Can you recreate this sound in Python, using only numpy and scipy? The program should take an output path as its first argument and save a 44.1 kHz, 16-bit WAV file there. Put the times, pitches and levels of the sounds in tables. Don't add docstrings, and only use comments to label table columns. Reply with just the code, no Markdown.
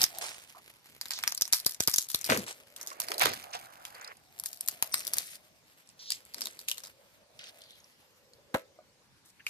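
import sys
import numpy as np
from scipy import signal
from scipy.io import wavfile
from scipy.ndimage import uniform_filter1d

SR = 44100
rng = np.random.default_rng(int(sys.argv[2]) if len(sys.argv) > 2 else 0)


def dump_mix(stems):
    frames = np.atleast_2d(stems).T
    limited = np.clip(frames, -1, 1)
    pcm = np.round(limited * 32767).astype(np.int16)
    wavfile.write(sys.argv[1], SR, pcm)


N = 418509

# low, high in Hz.
SMALL_FIBRE_HZ = (3800, 9210)


def gain_of(db):
    return 10 ** (np.asarray(db) / 20)


def unit_rms(x):
    return x / np.sqrt(np.mean(x ** 2) + 1e-20)


def at_hz(points, hz):
    points_hz, values = np.transpose(points)
    return np.interp(np.log(hz + 1), np.log(points_hz + 1), values)


def curve(rows, column):
    rows = np.array(rows)
    return np.interp(np.arange(N) / SR, rows[:, 0], rows[:, column])


def add(mix, start_s, sound):
    part = mix[:, max(round(start_s * SR), 0):][:, :sound.shape[-1]]
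    part += sound[..., :part.shape[1]]


def bandpass(x, low_hz, high_hz, passes=1):
    coeffs = signal.butter(2, [low_hz, high_hz], "band", fs=SR)
    for _ in range(passes):
        x = signal.lfilter(*coeffs, x)
    return x


def coloured(x, spectrum):
    hz = abs(np.fft.fftfreq(4096, 1 / SR))
    log_gain = np.log(gain_of(np.maximum(at_hz(spectrum, hz), -100)))
    taps = np.fft.ifft(np.exp(np.conj(signal.hilbert(log_gain)))).real[:2048]
    return unit_rms(signal.oaconvolve(x, taps[None], axes=1)[:, :N])


def wander(noise):
    return unit_rms(uniform_filter1d(uniform_filter1d(noise, size=1500), size=1500))


def grains(length, per_s, spread_db, smooth, apart):
    sizes = gain_of(spread_db * np.minimum(rng.exponential(1, length), 4))
    ticks = sizes * (rng.random(length) < per_s / SR)
    bursts = np.sqrt(signal.lfilter([1], [1, -.96], ticks ** 2))
    both, left, right = rng.standard_normal((3, length))
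    return (unit_rms(bursts) + smooth) * (both + apart * bandpass([left, right], 900, 16000))


def air(rms_db=-66.5):
    # frequency in Hz, noise density in dB.
    spectrum = [(15, -46.5), (25, -8.5), (105, -0.5), (296, -6.5), (584, -12), (687, -13), (809, -7.5),
                (2400, -14.5), (5130, -12), (13600, -28.5), (16500, -48.5)]
    # frequency in Hz, left-right correlation.
    correlation = [(60, 0.44), (640, 0.57), (1400, 0.025), (15000, 0.019)]
    frames, hz = N // 256 + 5, np.fft.rfftfreq(1024, 1 / SR)
    left_re, left_im, own_re, own_im, patches = rng.standard_normal((frames, 513, 5)).T
    patch_db = 2.2 * unit_rms(uniform_filter1d(uniform_filter1d(patches, 12, axis=0), 10, axis=1))
    same = at_hz(correlation, hz)[:, None]
    left = left_re + 1j * left_im
    right = same * left + np.sqrt(1 - same ** 2) * (own_re + 1j * own_im)
    spectra = np.array([left, right]) * gain_of(at_hz(spectrum, hz)[:, None] + patch_db)
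    hiss = signal.istft(spectra, nperseg=1024, noverlap=768)[1][:, :N]
    return gain_of(rms_db) * unit_rms(hiss)


def reflections(x, tail_db):
    # delay in seconds, left gain in dB, right gain in dB.
    echoes = [(.0032, -28.5, -10.5), (.0098, -19.5, -27)]
    # frequency in Hz, T60 of the tail in seconds.
    decay = [(250, 0.27), (700, 0.14), (1800, 0.24), (4600, 0.13), (12000, 0.019)]
    taps = np.zeros((2, 16000))
    arrivals = np.arange(60, 15980, 20) + rng.integers(0, 20, (2, 796))
    np.put_along_axis(taps, arrivals, rng.choice([-1., 1.], arrivals.shape), axis=1)
    hz, t, spectra = signal.stft(taps, SR, nperseg=128)
    spectra = spectra * gain_of(-60 * t / at_hz(decay, hz)[:, None])
    response = signal.istft(spectra, SR, nperseg=128)[1]
    response *= gain_of(tail_db) / np.linalg.norm(response[0])
    for delay_s, left_db, right_db in echoes:
        response[:, round(delay_s * SR)] += gain_of([left_db, right_db])
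    return signal.fftconvolve(x, response, axes=1)[:, :N]


def handling(calm_db=-60):
    # time in seconds, level in dB.
    effort = [(0.0, -38.5), (0.12, -53.5), (0.82, -63), (1.19, -54.5), (1.9, -68), (2.32, -46.5),
              (2.51, -62), (2.93, -65), (3.2, -53), (3.8, -57), (4.2, -65), (4.5, -62.5), (4.89, -57),
              (5.2, -47.5), (5.34, -69), (6.63, -63), (7.3, -76), (7.58, -61), (8.01, -74.5), (9.01, -78.5),
              (9.49, -74)]
    # frequency in Hz, noise density in dB.
    spectrum = [(590, -6.5), (1000, -10), (2220, -2.5), (3760, -8), (4540, -8), (5950, -11.5),
                (12500, -8.5), (14200, -8), (16500, -41.5)]
    level_db = curve(effort, column=1)
    smooth = .6 * gain_of(1.5 * np.maximum(calm_db - level_db, 0))
    crackle = grains(N, per_s=150, spread_db=3.5, smooth=smooth, apart=.8) / (1 + smooth)
    strokes = gain_of(3 * wander(rng.standard_normal(N)))
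    return gain_of(level_db + 3) * coloured(crackle * strokes, spectrum)


def swish(pole_width_hz=190):
    # time in seconds, level in dB, pitch in Hz.
    swings = [(0.0, -49, 755), (0.03, -41.5, 750), (0.06, -67, 740), (0.16, -49, 700), (0.24, -56, 694),
              (0.66, -101, 660), (1.29, -68, 704), (2.19, -91, 536), (2.32, -59, 542), (2.7, -69, 537),
              (3.17, -49, 700), (4.15, -72, 775), (4.9, -61.5, 636), (5.8, -78.5, 600), (6.5, -68.5, 508),
              (7.24, -69.5, 583), (7.5, -60, 646), (7.9, -78, 535), (8.6, -63.5, 516), (9.49, -95, 554)]
    carrier = np.exp(2j * np.pi * np.cumsum(curve(swings, column=2)) / SR)
    pole = np.exp(-np.pi * pole_width_hz / SR)
    both, left, right, gusts = rng.standard_normal((4, N))
    noise = both + .56 * np.array([left, right])
    baseband = signal.lfilter([(1 - pole) ** 2], [1, -2 * pole, pole ** 2], noise / carrier)
    whoosh = (carrier * baseband).real * gain_of(2.2 * wander(gusts))
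    return gain_of(curve(swings, column=1)) * unit_rms(whoosh)


def scrapes():
    # start, hold and fall T60 in seconds, rms in dB, low and high edge in Hz.
    drags = [(0.138, 0.041, 0.042, -50.5, 496, 8600), (0.209, 0.015, 0.53, -35.5, 474, 9700),
             (0.545, 0.044, 0.051, -56, 624, 1280), (1.125, 0.064, 0.048, -42.5, 3230, 6600),
             (2.288, 0.031, 0.21, -27.5, 240, 2640), (2.302, 0.059, 0.26, -36, 87.5, 540),
             (2.461, 0.046, 0.11, -41, 382, 10300), (2.762, 0.45, 0.21, -56, 292, 2310),
             (3.094, 0.22, 0.085, -44.5, 313, 865), (3.201, 0.018, 0.35, -26.5, 574, 5300),
             (3.224, 0.042, 0.41, -47, 69.3, 311.5), (3.386, 0.53, 0.38, -57, 530, 1650),
             (3.527, 0.02, 0.13, -40, 600, 6000), (3.938, 0.18, 0.019, -50, 450, 2380),
             (4.919, 0.05, 0.21, -44, 5000, 6130), (4.918, 0.055, 0.1, -40.5, 8200, 8950),
             (5.189, 0.16, 0.051, -47, 1550, 14700), (6.11, 0.0066, 0.16, -37.5, 2200, 9000),
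             (6.353, 0.11, 0.24, -58, 206, 735), (6.357, .12, 0.46, -52, 1170, 11300),
             (7.388, 0.097, 0.071, -51.5, 1370, 5600), (7.6, 0.14, 0.28, -59.5, 2980, 4700),
             (8.5407, 0.004, 0.065, -24.5, 203, 1580), (9.247, 0.054, 0.033, -62.5, 3520, 14200),
             (9.393, 0.0071, 0.065, -54, 1500, 2920)]
    out = np.zeros((2, N))
    for start_s, hold_s, t60_s, db, low_hz, high_hz in drags:
        rise_s = .0054 + .024 * hold_s
        t = np.arange(0, rise_s + hold_s + t60_s, 1 / SR)
        edges_hz = np.geomspace(low_hz, high_hz, 4)
        grit = sum(bandpass(grains(len(t), per_s=400, spread_db=4.5, smooth=.97, apart=1), *band_hz)
                   for band_hz in zip(edges_hz, edges_hz[1:]))
        fall_db = 60 * np.maximum(t - rise_s - hold_s, 0) / t60_s
        add(out, start_s, unit_rms(grit) * np.minimum(t / rise_s, 1) * gain_of(db - fall_db))
    return out


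def creak(band_hz=(3180, 6370)):
    # time in seconds, mean slips per second, level in dB.
    strain = [(5.993, 410, -49), (6.045, 310, -52), (6.103, 350, -43)]
    times_s, slips_per_s, db = np.transpose(strain)
    t = np.arange(times_s[0], times_s[-1], 1 / SR)
    jitter = 1 + 3.6 * uniform_filter1d(rng.standard_normal(len(t)), size=150)
    cycles = np.cumsum(np.interp(t, times_s, slips_per_s) * jitter) / SR
    slips = np.exp(-(cycles % 1) / .52) * rng.standard_normal(len(t))
    out = np.zeros((2, N))
    add(out, t[0], gain_of(np.interp(t, times_s, db)) * unit_rms(bandpass(slips, *band_hz, passes=2)))
    return out


def twigs():
    # time in seconds, peak in dB, pitch in Hz.
    small_ticks = [(0.497, -43, 5720), (1.229, -28, 5030), (1.319, -28, 5470), (3.4274, -39, 5500),
                   (3.5058, -46, 5930), (3.5359, -33, 5340), (3.5514, -32, 3400), (3.617, -57, 5500),
                   (3.951, -37.5, 5040), (4.013, -35.5, 6250), (4.046, -33, 4400), (4.0764, -34, 5030),
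                   (4.1698, -44, 9000), (5.0144, -42, 6500), (5.0337, -40, 4850), (7.392, -34.5, 3250),
                   (7.411, -45, 3960), (7.441, -36, 3050), (7.47, -40, 3550), (7.4944, -39, 3500),
                   (7.6181, -38.5, 3800), (7.638, -43, 4990), (7.7075, -40, 3810), (7.803, -49, 6000),
                   (7.8435, -43.5, 5340), (8.335, -44, 4600)]
    out, t = np.zeros((2, N)), np.arange(600) / SR
    for time_s, db, hz in small_ticks:
        both, left, right = rng.standard_normal((3, len(t)))
        scratch = t * np.exp(-t / .0011) * (both + .5 * np.array([left, right]))
        ring = unit_rms(bandpass(scratch, .824 * hz, hz / .816, passes=2))
        sound = ring + .8 * unit_rms(bandpass(scratch, *SMALL_FIBRE_HZ))
        add(out, time_s - .001, gain_of(db) * sound / abs(sound.mean(0)).max())
    return out


def jolts():
    # time in seconds, peak in dB.
    releases = [(0.0385, -32.5), (1.4191, -37), (1.5332, -38), (1.6634, -27), (1.8051, -24.5),
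                (1.8759, -33), (1.8821, -24.5), (1.9852, -36), (2.1472, -28.5), (2.2944, -27), (3.259, -29),
                (4.8268, -36.5), (4.9418, -37.5), (8.5468, -20)]
    out, t = np.zeros((2, N)), np.arange(3000) / SR
    push = bandpass(t * np.exp(-t / .00021), 60, 720)
    for time_s, db in releases:
        add(out, time_s - .0008, gain_of(db) * push / abs(push).max())
    return out


def knocks():
    # start in seconds, peak in dB, pitch factor, ring time factor.
    contacts = [(2.293, -24, 1.15, 2.2), (2.321, -17.5, 0.9, 0.5), (2.3, -26.5, 0.4, 0.7),
                (2.376, -29, 0.33, 0.7), (2.915, -33.5, 1.94, 0.44), (3.212, -26, 4.2, 1.1),
                (3.218, -19, 1.3, 0.62), (3.257, -22.5, 0.8, 0.23), (3.549, -28.5, 1.33, 0.97),
                (8.5437, -26, .92, 1.43), (8.788, -43.5, 1.04, 0.94), (9.4669, -19, 4.13, 0.2)]
    # base frequency in Hz, level in dB, base T60 in seconds.
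    wood_modes = [(350, -11, 0.095), (554.4, 4, 0.093), (597, 2.5, 0.11), (696, 0, 0.097),
                  (1147, -1.5, 0.038), (1422, -16, 0.21)]
    out, t = np.zeros((2, N)), np.arange(6000) / SR
    hz, mode_db, t60_s = np.transpose(wood_modes)[:, :, None]
    for start_s, db, pitch, ring in contacts:
        weights = rng.choice([-1, 1], hz.shape) * gain_of(4.3 * rng.random(hz.shape))
        modes = weights * gain_of(mode_db - 60 * t / (t60_s * ring)) * np.sin(2 * np.pi * hz * pitch * t)
        sound = modes.sum(0) * (1 - np.exp(-t * pitch / .0008))
        add(out, start_s, gain_of(db) * sound / abs(sound).max())
    return out


def crack_schedule(spread_db=8, small_body_db=-24, small_splinter_db=-30):
    # time in seconds, level in dB, relative body and splinter levels in dB, fibre pitch in Hz.
    clear_cracks = [(0.0083, -23, -7, -12.5, 4840), (0.0168, -10.5, -14, -27, 5400),
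                    (0.022, -24, -5, -17.5, 4430), (0.0319, -14.5, -16.5, -30, 12300),
                    (0.04, -6, -15, -30, 5650), (0.186, -26, -12, -24, 11600),
                    (1.0131, -22.5, -13, -20.5, 5130), (1.057, -31, -8, -25, 4600),
                    (1.1085, -21.5, -6, -15, 4970), (1.1893, -25.5, -3.5, -30, 4800),
                    (1.2377, -19, 1.5, -30, 2970), (1.277, -11.5, -9, -29.5, 5770),
                    (1.3227, -21, -8, -38, 5960), (1.377, -22.5, -19, -46, 5200),
                    (1.4117, -18, -16, -17.5, 5770), (1.4209, -10, -23.5, -28, 5670),
                    (1.4783, -30.5, -11, -36.5, 6000), (1.527, -10.5, -17, -18.5, 12100),
                    (1.5333, -9, -9.5, -21, 5360), (1.5449, -21.5, -14, -9.5, 5400),
                    (1.6643, -8.5, -17, -19.5, 5000), (1.722, -34, -24, -40, 5800),
                    (1.8053, -9.5, -17, -20.5, 9630), (1.8753, -16, -16, -11.5, 5400),
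                    (1.882, -20.5, 1.5, -36, 10600), (1.9405, -13.5, -18, -24, 5730),
                    (1.961, -18.5, -24, -11, 11100), (1.9846, -9, -20.5, -18.5, 6280),
                    (2.088, -30, -31, -13, 8200), (2.102, -26.5, -15, -8, 11400),
                    (2.147, -11, -14.5, -24, 4320), (2.2135, -27, -17, -32, 6200),
                    (2.244, -23.5, -12, -10, 5300), (2.3, -24.5, -3.5, 5, 4500),
                    (2.3745, -21.5, -5.5, -13, 12000), (2.7633, -37, -13.5, -5.5, 3180),
                    (2.8132, -31, -21, -20, 5950), (2.83, -32.5, -26, -31, 6300),
                    (2.873, -26.5, -25, -17, 6060), (3.0016, -19, -11, -26, 12700),
                    (3.018, -24.5, -11, -17, 5130), (3.0853, -27.5, -3, -12, 5270),
                    (3.118, -22.5, 1.5, -22, 3740), (3.1424, -30, -18, -27, 4750),
                    (3.1813, -22.5, -34, -17, 4900), (3.196, -20.5, -11, -25, 12800),
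                    (3.2126, -21.5, 5, 1.5, 3070), (3.2571, -17, 2.5, -14.5, 2840),
                    (3.3355, -28.5, 0.5, -14, 5340), (3.441, -37, -4, -31, 2800),
                    (3.852, -29.5, -10, -18.5, 2970), (4.399, -27.5, -14.5, -23, 11600),
                    (4.438, -31, -11, -22, 12000), (4.4598, -23, -17, -18.5, 10300),
                    (4.531, -29.5, -19, -16.5, 10200), (4.6093, -25.5, -21, -23, 11500),
                    (4.677, -25, -27, -13, 9600), (4.686, -16, -13, -28, 12200),
                    (4.8255, -13, -7, -20.5, 13000), (4.9426, -14, -6.5, -25.5, 4750),
                    (4.975, -32, -29, -26, 9600), (4.9818, -30.5, -34, -23, 8150),
                    (4.9943, -27, -32, -21, 10000), (5.0057, -29, -33, -24, 9050),
                    (5.051, -29, -29, -22, 8800), (5.07, -24.5, -28, -27, 5370),
                    (5.0777, -26, -16, -20, 11800), (5.136, -16, -17.5, -19, 13200),
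                    (5.1694, -32, -6, -10, 12000), (5.184, -13, -19, -25, 13600),
                    (5.3553, -38, -15, -29, 4900), (6.1048, -18, -17.5, -32, 4800),
                    (6.121, -18, -21.5, -20.5, 5070), (6.3452, -25, -13.5, -38.5, 5100),
                    (6.383, -35, -5, -35, 5340), (6.409, -25, -14, -15, 12500),
                    (6.4186, -24.5, -9, -15, 5430), (6.457, -24, -14, -27, 4220),
                    (6.471, -24.5, -11, -38, 4540), (6.5918, -33.5, -11, -11.5, 4860),
                    (6.6849, -21, -15, -11.5, 3170), (6.715, -17.5, -21, -21, 3120),
                    (6.774, -39, -11, -15, 3370), (6.782, -27.5, -13.5, -18.5, 4200),
                    (6.837, -38, -5, -4.5, 5530), (8.5446, -28, 5.5, -13.5, 4440),
                    (9.4662, -30.5, -15, -5, 2800)]
    # start and end in seconds, brightness in dB, small cracks per second, their level in dB.
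    bouts = [(0, .2, -5.5, 2, -51), (1.02, 1.343, -4.5, 5.4, -37), (1.336, 2.279, -3, 14, -33.5),
             (2.299, 2.5, -11.5, 7.8, -38), (2.751, 3.2, -3, 22.5, -38.5), (4.389, 4.702, 0.5, 11.5, -42.5),
             (4.812, 5.199, -2.5, 12.5, -49), (5.869, 5.9, -34, 88, -46.5), (6.104, 6.895, -5.5, 5, -45)]
    starts_s, _, brights_db, _, _ = np.transpose(bouts)
    rows = [(time_s, db, brights_db[np.searchsorted(starts_s, time_s) - 1], body_db, splinter_db, hz)
            for time_s, db, body_db, splinter_db, hz in clear_cracks]
    for start_s, end_s, bright_db, per_s, small_db in bouts:
        count = round(per_s * (end_s - start_s))
        centres_db = [small_db, bright_db, small_body_db, small_splinter_db]
        for k, draw in enumerate(rng.random((20, 6))[:count]):
            levels_db = centres_db + spread_db * (2 * draw[1:5] - 1)
            hz = np.interp(draw[5], [0, 1], SMALL_FIBRE_HZ)
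            rows.append((start_s + (k + draw[0]) / per_s, *levels_db, hz))
    return rows


def tear_envelope(t, snap_s, rise_s):
    slips_s = np.append(rng.uniform(0, 3 * snap_s, size=4), snap_s)[:, None]
    strengths = np.append(.3 * rng.random(size=4) ** 3, 1)[:, None]
    age = np.maximum(t - slips_s, 0) / rise_s
    pulses = strengths * age ** 2 * np.exp(2 - 2 * age)
    return pulses.sum(0) + .1 * (t > snap_s) * np.exp((snap_s - t) / .003)


def splinter_envelope(t, db, per_s=300, t60_s=.2):
    sizes = gain_of(4 * np.minimum(rng.exponential(1, len(t)), 3))
    ticks = sizes * (rng.random(len(t)) < per_s / SR)
    lumps = unit_rms(uniform_filter1d(ticks, size=50)) + .45
    return unit_rms(lumps) * gain_of(db - 60 * t / t60_s) * (1 - np.exp(-t / .00061))


def cracks(lead_s=.004, treble_left_db=6):
    # low and high edge in Hz; the rows are snap, treble and body.
    bands_hz = [(3400, 8800), (9500, 14800), (700, 2800)]
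    snap_hz, treble_hz, body_hz = bands_hz
    lean_db = treble_left_db * np.array([[.5], [-.5]])
    out = np.zeros((2, N))
    for time_s, db, bright_db, body_db, splinter_db, fibre_hz in crack_schedule():
        t = np.arange(4000 if db + splinter_db > -55 else 1200) / SR
        both, left, right = rng.standard_normal((3, len(t)))
        noise = both + 1.4 * np.array([left, right])
        rise_s = rng.uniform(.0003, .0007)
        tear = noise * tear_envelope(t, lead_s, rise_s)
        splinter = noise * splinter_envelope(np.maximum(t - lead_s, 0), splinter_db)
        # band in Hz, gain in dB, splinter trim in dB. Light splinters shake the body less.
        layers = [(snap_hz, -3, 1), (treble_hz, bright_db + lean_db, 1.5), (body_hz, body_db, -4.5),
                  ((.8 * fibre_hz, 1.2 * fibre_hz), -2.5, -12)]
        sound = 0
        for band_hz, band_db, trim_db in layers:
            burst, debris = bandpass([tear, splinter], *band_hz, passes=2)
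            crest = np.sqrt(2 * uniform_filter1d((burst ** 2).mean(0), size=24).max())
            sound = sound + gain_of(band_db) * (burst + gain_of(trim_db) * debris) / crest
        add(out, time_s - lead_s - 1.3 * rise_s, gain_of(db) * sound)
    return out


def scene():
    # time in seconds, left delay in milliseconds, left minus right level in dB.
    position = [(0, -0.23, -3.5), (1.9, -0.091, -0.45), (2.2, -0.38, 1.5), (2.75, -0.15, 0.5),
                (2.95, 0.46, -3.5), (4.15, 0.43, -2), (4.2, -.22, -0.5), (5.4, -0.21, 1.5), (6, -0.28, -1),
                (9.49, -0.093, 0.7)]
    branch = cracks() + twigs() + jolts() + knocks() + creak()
    scatter = reflections(bandpass(branch, 500, 16000), tail_db=-17)
    near = branch + scatter + scrapes() + handling() + swish()
    lag_samples = np.round(curve(position, column=1) / 1000 * SR).astype(int)
    near[0] = near[0][np.clip(np.arange(N) - lag_samples, 0, N - 1)]
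    balance = gain_of(curve(position, column=2) * [[.5], [-.5]])
    return near * balance + air()


def record(dry, low_cut_hz=60, ceiling=.9, edge_hz=16800):
    dry = signal.sosfilt(signal.butter(2, low_cut_hz, "high", fs=SR, output="sos"), dry)
    rounded = ceiling * np.tanh(dry / ceiling)
    shelf = signal.firwin2(255, [0, 13900, 14700, SR / 2], gain_of([0, 0, -20, -25]), fs=SR)
    edge = signal.firwin(511, edge_hz, window=("kaiser", 12), fs=SR)
    return signal.oaconvolve(rounded, np.convolve(shelf, edge)[None], "same")


dry = scene()
out = record(dry)
dump_mix(out)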